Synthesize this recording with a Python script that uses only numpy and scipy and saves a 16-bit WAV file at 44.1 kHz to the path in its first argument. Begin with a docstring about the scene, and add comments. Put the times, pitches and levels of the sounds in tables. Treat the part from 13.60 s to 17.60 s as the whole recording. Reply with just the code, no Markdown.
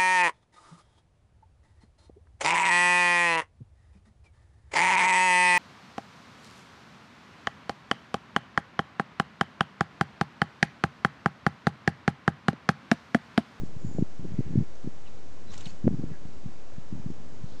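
"""Kiwi in leaf litter

A kiwi probes dry leaves in a quiet wood: one short, grainy snuffle with leaf cracks and thin
nostril whistles, and faint stirring from feet and bill. Fingers on a hand-held camera send dull
knocks, rubbing and one click through its case, louder than the bird.
Behind: a high trill, a few far chirps, still air and microphone hiss."""
import sys
import numpy as np
from scipy import signal
from scipy.fft import rfft, irfft
from scipy.io import wavfile

SR = 44100
rng = np.random.default_rng(int(sys.argv[2]) if len(sys.argv) > 2 else 0)


def pcm_store(signal):
    """Save signal as 16-bit PCM."""
    levels = np.round(np.clip(np.atleast_2d(signal), -1, 1) * 32767)
    wavfile.write(sys.argv[1], SR, levels.astype(np.int16).T)


N = 176400
T = np.arange(N) / SR

# snuffle envelope: (time [s], level [dB])
SNUFFLE_ENVELOPE = [(1.86, -78), (1.91, -59.5), (1.938, -50), (1.965, -56), (2.015, -53.5), (2.035, -58),
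                    (2.06, -53.5), (2.11, -56.5), (2.19, -76)]
# snuffle spectrum: (frequency [Hz], relative density [dB])
SNUFFLE_SPECTRUM = [(300, -17), (750, 13), (1400, 6.5), (2800, 5), (4200, 5), (5600, 2.5), (7400, 4),
                    (8700, -12)]
# nostril whistles: (start [s], length [s], start pitch [Hz], end pitch [Hz], level [dB])
NOSTRIL_WHISTLES = [(1.87, 0.057, 4000, 3980, -60), (1.9, .03, 4900, 7000, -59),
                    (1.903, 0.015, 3400, 4000, -58), (1.94, 0.028, 4000, 3970, -60),
                    (2.036, 0.0256, 4550, 3990, -55), (2.066, 0.045, 4300, 4450, -56.5),
                    (2.07, 0.042, 6500, 6870, -59.5)]
# snapping leaves: (time [s], level [dB], centre [Hz])
LEAF_CRACKS = [(1.938, -52, 2800), (1.9770, -46, 3600), (1.9775, -45, 5600), (1.9790, -44.5, 7400),
               (2.0084, -45.5, 3370), (2.0088, -47.5, 7200), (2.0566, -36.5, 3700), (2.059, -41.5, 2850),
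               (2.0650, -41, 2950)]
# feet and bill in the litter: (start [s], length [s], level [dB], centre [Hz])
LITTER_STIRS = [(.05, .025, -63, 5500), (.6, 0.49, -63.5, 1850), (1.148, .014, -63, 5500),
                (3.49, .025, -64.5, 5500), (3.797, 0.36, -65, 4000)]
# fingers striking the case: (time [s], peak [dB], contact pitch [Hz])
CASE_KNOCKS = [(0.0192, -28, 127), (0.0354, -21, 224), (0.1663, -29.5, 119), (0.2487, -21, 160),
               (.2660, -30, 89.5), (0.289, -36, 150), (0.3135, -27.5, 210), (0.3497, -26, 181),
               (0.3858, -18.5, 406), (0.3919, -16.5, 185), (0.4042, -31, 151), (0.4112, -24.5, 240),
               (0.425, -10.5, 213), (0.5951, -31.5, 138), (0.631, -41, 180), (.6470, -29, 280),
               (.6525, -26.5, 260), (0.7193, -27.5, 180), (0.7418, -26.5, 111), (0.7909, -13.5, 190),
               (0.799, -23, 120), (.8068, -21.5, 287), (0.9066, -26.5, 171), (0.938, -23.5, 191),
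               (0.9573, -12, 218), (.9781, -12, 127), (0.9871, -13.5, 173), (1.0097, -17, 152),
               (1.0227, -26, 130), (1.2457, -28, 212), (1.2747, -20.5, 224), (2.0680, -30.5, 140),
               (2.245, -17, 170), (2.2543, -19.5, 220), (2.2580, -26, 330), (2.27, -9, 191),
               (2.2747, -15.5, 260), (2.2783, -9, 361), (2.2879, -19.5, 150), (2.3084, -28, 290),
               (2.313, -20, 175), (2.3271, -26.5, 241), (2.3377, -23.5, 220), (2.3448, -21, 169),
               (2.389, -28, 179), (2.3962, -21.5, 208), (2.4360, -32, 442), (2.4398, -19, 210),
               (2.4723, -37, 200), (2.5163, -26.5, 130), (2.5315, -33.5, 200), (2.6542, -31, 148),
               (2.8603, -26.5, 127), (3.1834, -29, 145), (3.3270, -23, 198), (3.3368, -28, 155),
               (3.3533, -29.5, 162), (3.398, -30.5, 146), (3.463, -22, 148), (3.5029, -24, 231),
               (3.5150, -30.5, 174), (3.8417, -27.5, 110)]
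# sliding grip: (start [s], end [s], level [dB])
GRIP_RUBS = [(0, 0.234, -48.5), (0.232, 0.428, -42.5), (0.59, 0.787, -43.5), (0.852, 1.04, -38),
             (1.24, 1.293, -42), (1.858, 2.16, -51), (2.29, 2.54, -43.5), (2.616, 2.787, -51.5),
             (2.834, 2.905, -48.5), (3.3, 3.526, -45.5), (3.55, 3.997, -51.5)]
# distant chirps: (start [s], length [s], start pitch [Hz], end pitch [Hz], level [dB])
FAR_CHIRPS = [(1.455, 0.033, 3100, 2380, -58), (1.466, .022, 4100, 3800, -63),
              (2.495, 0.057, 2010, 1910, -67), (2.51, .065, 1750, 1610, -58.5)]
# still air and microphone hiss: (frequency [Hz], relative density [dB])
AIR_SPECTRUM = [(20, -8), (40, -1), (70, 1), (130, -4.5), (250, -6.5), (550, -9.5), (1000, -16),
                (2000, -22.5), (3500, -26.5), (6800, -27.5), (7900, -32.5), (8700, -49.5)]


def from_db(db):
    """Decibels to gain."""
    return 10 ** (np.asarray(db) / 20)


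def unit_rms(x):
    """Scale to unit rms."""
    return x / np.sqrt(np.mean(x ** 2) + 1e-20)


def butter(x, hz, kind, order=2):
    """Causal Butterworth filter."""
    return signal.sosfilt(signal.butter(order, hz, kind, fs=SR, output="sos"), x + 1e-18)


def filtered_noise(cutoff_hz, kind):
    """Low- or high-passed noise, unit rms."""
    return unit_rms(butter(rng.standard_normal(N), cutoff_hz, kind))


def coloured_noise(spectrum):
    """Noise with the given spectrum, unit rms."""
    hz, db = np.transpose(spectrum)
    bins_hz = np.maximum(np.fft.rfftfreq(N, 1 / SR), 1)
    gain = from_db(np.interp(np.log(bins_hz), np.log(hz), db))
    return unit_rms(irfft(rfft(rng.standard_normal(N)) * gain, N))


def impulses(rate_per_s):
    """Unit impulses, random in time and sign."""
    return (rng.random(N) < rate_per_s / SR) * rng.choice([-1., 1.], N)


def swell(start_s, length_s):
    """Rounded rise and fall."""
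    progress = np.clip((T - start_s) / length_s, 0, 1)
    return np.sqrt(np.abs(np.sin(np.pi * progress)))


def airy_tone(start_s, length_s, pitch_hz, turbulence_hz):
    """Swelling tone; turbulence ruffles its level and phase."""
    in_phase, quadrature = (.5 * filtered_noise(turbulence_hz, "low") for _ in range(2))
    phase = 2 * np.pi * np.cumsum(pitch_hz) / SR
    return swell(start_s, length_s) * ((1 + in_phase) * np.sin(phase) + quadrature * np.cos(phase))


def glides(rows, turbulence_hz):
    """Airy tones with linear pitch slides."""
    out = np.zeros(N)
    for start_s, length_s, start_hz, end_hz, db in rows:
        pitch_hz = np.interp(T, [start_s, start_s + length_s], [start_hz, end_hz])
        out += from_db(db) * airy_tone(start_s, length_s, pitch_hz, turbulence_hz)
    return out


def snuffle(grain_db=3.0, grain_hz=250):
    """The bill pushes through litter: grainy hiss plus nostril whistles."""
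    times_s, db = np.transpose(SNUFFLE_ENVELOPE)
    level_db = np.interp(T, times_s, db) + grain_db * filtered_noise(grain_hz, "low")
    gate = (T > times_s[0]) * (T < times_s[-1])
    hiss = from_db(level_db) * gate * coloured_noise(SNUFFLE_SPECTRUM)
    return hiss + glides(NOSTRIL_WHISTLES, turbulence_hz=170)


def leaf_cracks(attack_s=.0006, decay_s=.0033, q=6.3, edge_db=-11, edge_hz=600):
    """Dry leaves snap: each burst is one resonance plus a broadband edge."""
    out = np.zeros(N)
    for time_s, db, hz in LEAF_CRACKS:
        age_s = np.maximum(T - time_s, 0)
        burst = np.minimum(age_s / attack_s, 1) * np.exp(-age_s / decay_s)
        ring = unit_rms(signal.lfilter(*signal.iirpeak(hz, q, fs=SR), rng.standard_normal(N)))
        edge = from_db(edge_db) * filtered_noise(edge_hz, "high")
        out += from_db(db) * burst * (ring + edge)
    return out


def litter_stirring(contacts_per_s=2500, q=1.6):
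    """Tiny leaf contacts merge into a soft, swelling sizzle."""
    out = np.zeros(N)
    for start_s, length_s, db, hz in LITTER_STIRS:
        band = signal.iirpeak(hz, q, fs=SR)
        contacts = signal.lfilter(*band, impulses(contacts_per_s))
        sizzle = unit_rms(signal.lfilter(*band, contacts))
        out += from_db(db) * swell(start_s, length_s) * sizzle
    return out


def case_knocks(case_hz=116, case_q=.8, contact_cycles=.21):
    """Smooth finger pushes, shorter at higher pitch, swing the case for about a cycle."""
    half = SR // 20
    t = np.arange(-half, half) / SR
    omega = 2 * np.pi * case_hz
    case_highpass = signal.bilinear([1, 0, 0], [1, omega / case_q, omega * omega], SR)
    out = np.zeros(N + SR)
    for time_s, db, hz in CASE_KNOCKS:
        widths = t * hz / contact_cycles
        push = widths * np.exp(-widths ** 2 / 2)
        swing = signal.lfilter(*case_highpass, push)
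        i = int(time_s * SR)
        out[i:i + len(t)] += from_db(db) * swing / np.abs(swing).max()
    return out[half:half + N]


def case_click(time_s=2.2786, peak_db=-29, decay_s=.00024, band_hz=(600, 2140)):
    """The plastic case clicks under the hardest knock."""
    push = (T >= time_s) * np.exp(-np.abs(T - time_s) / decay_s)
    click = butter(push, band_hz, "band")
    return from_db(peak_db) * click / np.abs(click).max()


def grip_rubbing(slips_per_s=400, band_hz=(74, 260), skin_cutoff_hz=410, fade_s=.01):
    """Skin slips on the case in tiny jerks, dulled by its softness."""
    slips = butter(impulses(slips_per_s), band_hz, "band")
    envelope = np.zeros(N)
    for start_s, end_s, db in GRIP_RUBS:
        inside_s = np.minimum(T - start_s, end_s - T)
        envelope += from_db(db) * np.clip(inside_s / fade_s + .5, 0, 1)
    return envelope * unit_rms(butter(slips, skin_cutoff_hz, "low"))


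def far_calls(trill_db=-62, trill_hz=6980, swing_hz=200, swings_per_s=42, wander_rms_hz=170):
    """One thin, unsteady trill and faint chirps in the trees."""
    wander_hz = wander_rms_hz * filtered_noise(120, "low")
    pitch_hz = trill_hz + swing_hz * np.sin(2 * np.pi * swings_per_s * T) + wander_hz
    trill = airy_tone(start_s=.18, length_s=.24, pitch_hz=pitch_hz, turbulence_hz=410)
    return from_db(trill_db) * trill + glides(FAR_CHIRPS, turbulence_hz=450)


def still_air(rms_db=-50.5):
    """Steady floor of air and microphone hiss."""
    return from_db(rms_db) * coloured_noise(AIR_SPECTRUM)


def scene():
    """Kiwi, handling and wood, in mono."""
    handling = case_knocks() + case_click() + grip_rubbing()
    kiwi = snuffle() + leaf_cracks() + litter_stirring()
    return (kiwi + handling + far_calls() + still_air())[None]


def record(dry, cutoff_hz=8650, dc_offset=-.0505):
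    """Steep low-pass plus DC offset."""
    lowpass = signal.ellip(10, .1, 80, cutoff_hz, fs=SR, output="sos")
    return dc_offset + signal.sosfilt(lowpass, dry)


dry = scene()
out = record(dry)
pcm_store(out)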